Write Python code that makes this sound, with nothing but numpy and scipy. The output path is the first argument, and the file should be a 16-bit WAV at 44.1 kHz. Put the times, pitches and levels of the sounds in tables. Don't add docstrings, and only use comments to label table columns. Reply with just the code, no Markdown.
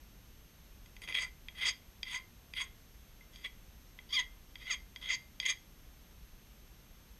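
import sys
import numpy as np
from scipy import signal
from scipy.fft import rfft, irfft, next_fast_len
from scipy.io import wavfile
from scipy.ndimage import uniform_filter1d

SR = 44100
rng = np.random.default_rng(int(sys.argv[2]) if len(sys.argv) > 2 else 0)


def unload_wav(signal):
    wavfile.write(
        sys.argv[1],
        SR,
        np.round(np.clip(np.atleast_2d(signal).T, -1, 1) * 32767).astype(np.int16),
    )


def gain_from_decibels(decibels):
    exponent = np.asarray(decibels, float) / 20
    return 10 ** exponent


N = 317299


def resonance(x, hz, width_hz):
    r = np.exp(-np.pi * width_hz / SR)
    gain = (1 - r * r) / 2
    return signal.lfilter([gain, 0, -gain], [1, -2 * r * np.cos(2 * np.pi * hz / SR), r * r], x)


def ring(force, modes):
    power = sum(gain_from_decibels(db) ** 2 * np.pi * width / SR for hz, width, db in modes)
    out = np.zeros(N)
    for k, (hz, width, db) in enumerate(modes):
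        out += (-1) ** k * gain_from_decibels(db) * resonance(force, hz, width)
    return out / np.sqrt(power)


def clicks(at, size):
    out = np.zeros(N + 2)
    whole = at.astype(int)
    np.add.at(out, whole, size * (1 - at + whole))
    np.add.at(out, whole + 1, size * (at - whole))
    return out[:N]


# frequency in Hz, level in dB per Hz.
SHOP_SPECTRUM = [(12, -38), (22, -1), (59, 0), (75, -9), (120, -12.5), (200, -14.5), (320, -21.5),
                 (700, -27.5), (1400, -29), (3300, -29.5), (5260, -34.5), (7500, -37.5), (11000, -39.5),
                 (15200, -44)]


def rumble_and_hiss(level_db=-56.5):
    hz, db = np.transpose(SHOP_SPECTRUM)
    size = next_fast_len(N)
    f = np.arange(size // 2 + 1) * SR / size
    shape = gain_from_decibels(np.interp(np.log(f + 1), np.log(hz), db))
    hiss = irfft(rfft(rng.standard_normal(size)) * shape, size)[:N]
    return hiss * gain_from_decibels(level_db) / hiss.std()


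# frequency in Hz, level in dB.
WHINE_TONES = [(6307.75, -76.5), (12615.5, -71.5)]


def camera_whine(picture_hz=30000 / 1001, pause=.06):
    picture = np.arange(N) / SR * picture_hz % 1
    since_s = picture / picture_hz
    tones = sum(gain_from_decibels(db) * np.sqrt(2) * np.sin(2 * np.pi * hz * since_s) for hz, db in WHINE_TONES)
    return (picture > pause) * tones


def flutter(hz=5570, width_hz=68, level_db=-80.5):
    band = resonance(rng.standard_normal(N), hz, width_hz)
    return band * gain_from_decibels(level_db) / band.std()


# time in seconds, peak in dB, 3 kHz body in dB,
# bright body in dB, knock in dB.
TOUCHES = [(0.8595, -56.5, -3, -5, 0), (0.9654, -48, -8, -11, 3), (1.0186, -45.5, -11, -7, 4),
           (1.076, -40, -7, -22, 4), (1.0874, -38, -7, -12, 2), (1.1243, -40, -1, -20, 8),
           (1.1503, -33.5, 1.5, -26, 8.5), (1.4846, -41, 0, -31, 5), (2.0307, -39.5, 5.5, 2, 7.5),
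           (2.5367, -40.5, -4, -8, 5.5), (3.2092, -52, -24, -22, -15), (3.3588, -54, 6.5, -0.5, 5),
           (3.9886, -41, -8.5, -42, -6), (4.5558, -42, -2, -14, -0.5), (4.669, -41, -8, -19, -9),
           (4.9606, -40, -0.5, -9, -23), (5.4002, -36.5, 6, 2, 6)]


def touch_downs(gain_db=21.0, low_db=-14):
    s, peak_db, upper_db, bright_db, _ = np.transpose(TOUCHES)
    return np.array([clicks(s * SR, gain_from_decibels(peak_db + gain_db + db)) for db in (0, low_db, upper_db, bright_db)])


# frequency in Hz, width in Hz, level in dB.
KNOCK_HUMPS = [(2420, 410, 4.5), (3300, 190, -21.5), (4730, 120, -8.5)]


def knock(gain_db=29.0):
    s, peak_db, _, _, dead_db = np.transpose(TOUCHES)
    force = clicks(s * SR, gain_from_decibels(peak_db + gain_db + dead_db))
    out = np.zeros(N)
    for hz, width, db in KNOCK_HUMPS:
        out += gain_from_decibels(db) * resonance(resonance(force, hz, width), hz, width)
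    return out


# time in seconds, pressure as blade level in
# dB, sharpness of the bite in dB.
LANDING_PRESSURE = [
    [(1.01, -81, -6), (1.018, -54, -9), (1.036, -44, -11.5), (1.05, -51.5, -8), (1.072, -63, -18),
     (1.076, -47, -18), (1.096, -39, -15.5), (1.13, -46.5, -19), (1.138, -49, -7)],
]
FIRST_FACE_PRESSURE = [
    [(1.14, -42, -16), (1.148, -33, -23), (1.186, -31.5, -21.5), (1.206, -40.5, -9), (1.232, -36, -8.5),
     (1.28, -57, -19)],
    [(1.545, -70, -5), (1.549, -58.5, -16), (1.595, -40.5, -16), (1.605, -43, -18), (1.615, -32.5, -22),
     (1.645, -35.5, -19), (1.657, -30.5, -8), (1.691, -31, -2.5), (1.74, -57, -24)],
    [(2.042, -61, -2), (2.048, -55, -13), (2.076, -46, -14), (2.118, -40, -14)],
    [(2.12, -39, -14), (2.156, -36, -9), (2.166, -40, -13), (2.178, -50.5, -4), (2.198, -55, -17),
     (2.21, -55, -20)],
    [(2.548, -57, -10), (2.572, -32.5, -27), (2.596, -39.5, -16), (2.61, -31, -17.5), (2.624, -43, -4),
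     (2.63, -42, -15), (2.64, -47.5, -4), (2.664, -58, -31), (2.68, -57, -15)],
]
SECOND_FACE_EARLY_PRESSURE = [
    [(3.33, -63, -4), (3.362, -59, -4), (3.384, -61.5, -9), (3.436, -58, -9), (3.448, -32.5, -38),
     (3.458, -38, -23), (3.49, -68, -9)],
    [(4.09, -57, -7), (4.122, -49.5, -6), (4.128, -34, -9), (4.156, -31.5, -8), (4.17, -31, -24),
     (4.186, -32.5, -30)],
    [(4.188, -30, -11.5), (4.196, -28, -10.5), (4.24, -58.5, -29)],
    [(4.575, -67, -5), (4.629, -47, -20), (4.641, -59, -6), (4.695, -39, -22), (4.711, -30, -8),
     (4.729, -35.5, -3), (4.741, -35, -11), (4.775, -69, -23)],
]
SECOND_FACE_LATER_PRESSURE = [
    [(5.012, -53, -11), (5.024, -45.5, -20), (5.036, -47.5, -15), (5.056, -43.5, -23), (5.072, -45, -21),
     (5.086, -40, -20)],
    [(5.088, -34.5, -14), (5.106, -31, -10.5), (5.15, -37.5, 0), (5.162, -47, -11), (5.175, -58, -14)],
    [(5.41, -46, -8), (5.42, -52, -7), (5.43, -39.5, -18), (5.44, -42, -16), (5.45, -39, -34)],
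    [(5.452, -32.5, -20), (5.464, -30, -5), (5.474, -34, -20), (5.502, -28.5, -3), (5.53, -44, -18),
     (5.54, -56, -6)],
]
# time in seconds, teeth passing the edge in Hz.
HAND_SPEED = [
    [(1.021, 401), (1.079, 430), (1.171, 569.7), (1.22, 673), (1.271, 605)],
    [(1.55, 801.5), (1.61, 846), (1.631, 695), (1.66, 503), (1.689, 379.8), (1.731, 282)],
    [(2.05, 478), (2.129, 479.3), (2.2, 526.8)],
    [(2.55, 641.8), (2.585, 757), (2.61, 553.4), (2.67, 535.6)],
    [(3.34, 497), (3.445, 566), (3.478, 538)],
    [(4.1, 497), (4.129, 550.7), (4.148, 622.3), (4.165, 548.7), (4.18, 510.6), (4.2, 482.3)],
    [(4.6, 598.6), (4.661, 665), (4.69, 765), (4.721, 603.6), (4.759, 514.7)],
    [(5.03, 660), (5.088, 772), (5.111, 626.7), (5.14, 480), (5.169, 393)],
    [(5.42, 500.4), (5.456, 513), (5.511, 624.7), (5.54, 525.8)],
]


def hand():
    t = np.arange(N) / SR
    tables = LANDING_PRESSURE + FIRST_FACE_PRESSURE + SECOND_FACE_EARLY_PRESSURE + SECOND_FACE_LATER_PRESSURE
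    strokes = [np.transpose(table) for table in tables]
    s, press_db, sharp_db = np.concatenate(strokes, axis=1)
    start, end = np.array([(c[0, 0], c[0, -1]) for c in strokes]).T
    number = np.searchsorted((end[:-1] + start[1:]) / 2, t)
    travel = (t - start[number]) / (end - start)[number]
    touching = (travel >= 0) & (travel <= 1)
    hz = np.interp(t, *np.transpose(sum(HAND_SPEED, [])))
    return np.interp(t, s, press_db), np.interp(t, s, sharp_db), hz, np.clip(travel, 0, 1), touching, number


def teeth(hz, grit, cross, jitter=.03, scatter_db=3.0, chatter_db=2.0, chatter_s=.004):
    grit, cross = np.clip(grit, 0, 1), np.clip(cross, 0, 1)
    passed = np.cumsum(2 * hz / SR)
    chance = rng.standard_normal((N // 16, 2))[:int(passed[-1])]
    number = np.arange(len(chance))
    chance = chance * np.sqrt(np.interp(number, passed, grit))[:, None]
    at = np.interp(number + 2 * jitter * chance[:, 0], passed, np.arange(N))
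    here = at.astype(int)
    depth = np.where(number % 2, cross[here], 1) / np.sqrt(1 + cross[here] ** 2)
    strikes = clicks(at, depth * np.sqrt(SR / hz[here]) * gain_from_decibels(scatter_db * chance[:, 1]))
    torn = rng.standard_normal(N) * gain_from_decibels(2.5 * rng.exponential(size=N) - 3.7)
    wobble = uniform_filter1d(rng.standard_normal(N), int(chatter_s * SR)) * np.sqrt(chatter_s * SR)
    return np.sqrt(1 - grit) * strikes + np.sqrt(grit) * torn * gain_from_decibels(chatter_db * wobble)


def slide(table, travel, number):
    rows = np.transpose(table)[:, number]
    begin, end = rows[::2], rows[1::2]
    return begin + (end - begin) * travel


# frequency in Hz, width in Hz, level in dB.
LOW_MODES = [(1023, 51, 10), (1056, 33, 4.5), (1196, 510, 3.5), (1510, 430, 4.5)]
BODY_MODES = [(2040.5, 76, 9), (2096, 7.2, 2), (2316, 36, 1), (2338, 730, -5.5)]
UPPER_MODES = [(3250, 35.6, 13.5), (3310, 9.1, -19), (3316, 73, 11), (3690, 240, 4), (3890, 1120, -5.5)]
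BRIGHT_MODES = [(4702, 128, 2), (4916, 47, -0.5), (5140, 110, -11), (5330, 2000, -20)]
SHRILL_MODES = [(6420, 56, 7), (6660, 140, -6), (7300, 130, -13), (6440, 1170, -15.5)]
FIZZ_MODES = [(8175, 85, 7), (7560, 78, -4), (8700, 1500, -10)]
AIR_MODES = [(9400, 100, 3.5), (10830, 360, -1), (11030, 200, 1), (14800, 130, -38), (10900, 6400, -17.5)]
THUMP_MODES = [(430, 450, 0)]
# grit share under full pressure 0-1, cross-cut teeth 0-1,
# low body at start in dB, at end in dB, thump in dB.
STROKE_CUT = [(0.54, 0.3, -11.5, -22, 12), (0.63, 0, -23, -8, 0), (0.38, 0.08, -17, -16, 0),
              (0.63, 0.61, -14, -20, -5), (0.46, 1, -14.5, -14, -12), (.35, 0.48, -24, -7.5, -8),
              (.2, 0.35, -12, -23, 4), (0.04, 1, -14, -21, -13), (0.33, 0.99, -20.5, -10, -7),
              (0.01, 0.16, -16, -16.5, -3), (0.35, 0.13, -13, -18, -4), (0.25, 0.1, -18.5, -20, -3),
              (0.32, 0.28, -16, -32, 3), (0.4, 0.11, -28, -15.5, -2)]
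# 3 kHz share at start in dB, at end in dB,
# lean to 5 kHz at start in dB, at end in dB.
CONTACT_SLIDE = [(-1, -10, -3, 5), (-1.5, -15, -4, 7), (-4.5, -4.5, 8, -1), (-4, -3.5, 14, 0),
                 (-7.5, -9, -8, 9), (-2.5, -11, 11, -14), (3, -7.5, 6, 2), (6, 0, 14, 1), (-1, -6, -13, -7),
                 (0, -9, 12, -8.5), (3, -2, 5, -9), (-4.5, -8.5, -7, 6.5), (1, -8, 6, 9),
                 (-2.5, -5, -8.5, -4)]
# fizz at start in dB, at end in dB,
# lean to 10 kHz at start in dB, at end in dB.
SHEEN_SLIDE = [(12.5, 1, 7, 16), (8, 2, 1, -13), (9.5, -2.5, 9, -15), (-2, 10, 5, 3), (5, 6, -5, 3),
               (11, 3, 7, -3), (4, 6, 4, -5), (-1, -3, 8, 11), (-2.5, -3, -5, 0), (2, 1, 2, -4),
               (0, 4, 2, 0), (-5, -1, -4, -1), (3, 0, 0, 2), (2.5, 3, 0, -10)]


def file_strokes(bright_db=0.87, fizz_follows=0.57, tap_fizz_db=-3):
    press_db, sharp_db, hz, travel, touching, number = hand()
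    grit, cross, low_from, low_to, thump_db = np.transpose(STROKE_CUT)[:, number]
    low_db = low_from + (low_to - low_from) * travel
    share_db, lean_db = slide(CONTACT_SLIDE, travel, number)
    fizz_db, air_db = slide(SHEEN_SLIDE, travel, number)
    share, lean, lean_up = gain_from_decibels(share_db), gain_from_decibels(lean_db / 2), gain_from_decibels(air_db / 2)

    grit = grit + .025 * (-29 - press_db)
    force = teeth(hz, grit, cross) * touching * gain_from_decibels(press_db)
    body_push = 1 / np.hypot(1, share)
    upper_push = share / np.hypot(1, share)
    push = [body_push, gain_from_decibels(low_db), upper_push, gain_from_decibels(sharp_db + bright_db)]
    body, low, upper, bright = force * push + touch_downs()

    fizz = bright * gain_from_decibels(fizz_db + np.where(touching, (fizz_follows - 1) * sharp_db, tap_fizz_db))
    bright = bright / np.hypot(lean, 1 / lean)
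    blade = ring(body, BODY_MODES) + ring(low, LOW_MODES) + ring(upper, UPPER_MODES)
    blade += ring(bright * lean, BRIGHT_MODES) + ring(bright / lean, SHRILL_MODES)
    top = gain_from_decibels(-23.5) * ring(fizz / lean_up, FIZZ_MODES)
    top += gain_from_decibels(-23.0) * ring(fizz * lean_up, AIR_MODES)
    thump = ring(force * gain_from_decibels(thump_db - 29.0), THUMP_MODES)
    return blade + top + thump


# start in seconds, frequency in Hz, peak in dB,
# 60 dB decay in seconds.
FREE_MODES = [(1.24, 2050, -57, 0.17), (1.485, 3350, -57, 0.14), (1.7, 3280, -56, 0.28),
              (2.125, 1000, -53, .25), (2.165, 1040, -52.5, 0.22), (2.165, 2090, -48.5, 0.28),
              (2.6, 1081, -49, 0.26), (2.62, 3310, -62, .3), (3.211, 2075, -58.5, 0.21),
              (3.47, 3295, -62, 0.16), (4.21, 3250, -56, 0.33), (4.961, 3305, -51, .15),
              (5.14, 3290, -58, 0.24), (5.15, 4758, -56, 0.26), (5.51, 3300, -56, 0.32)]


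def free_rings():
    t = np.arange(N) / SR
    out = np.zeros(N)
    for s, hz, db, t60 in FREE_MODES:
        decay = gain_from_decibels(db - 60 * np.maximum(t - s, 0) / t60)
        out += decay * (t > s) * np.sin(2 * np.pi * hz * (t - s))
    return out


def room(x, t60_s=0.24, level_db=-19, dull_hz=4770):
    t = np.arange(SR // 2) / SR
    tail = rng.standard_normal(len(t)) * gain_from_decibels(-60 * t / t60_s) * (t > .004)
    tail = signal.lfilter(*signal.butter(1, dull_hz, fs=SR), tail)
    return gain_from_decibels(level_db) * signal.fftconvolve(x, tail / np.sqrt(np.sum(tail ** 2)))[:N]


def scene():
    background = rumble_and_hiss() + camera_whine() + flutter()
    file = knock() + file_strokes() + free_rings()
    return (background + file + room(file))[None]


def band_limit(x):
    return signal.sosfilt(signal.butter(12, 15240, fs=SR, output="sos"), x)


def record(dry):
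    low_pass = signal.ellip(8, .2, 60, 15300, fs=SR, output="sos")
    mix = signal.sosfilt(low_pass, dry)
    return band_limit(mix)


dry = scene()
out = record(dry)
unload_wav(out)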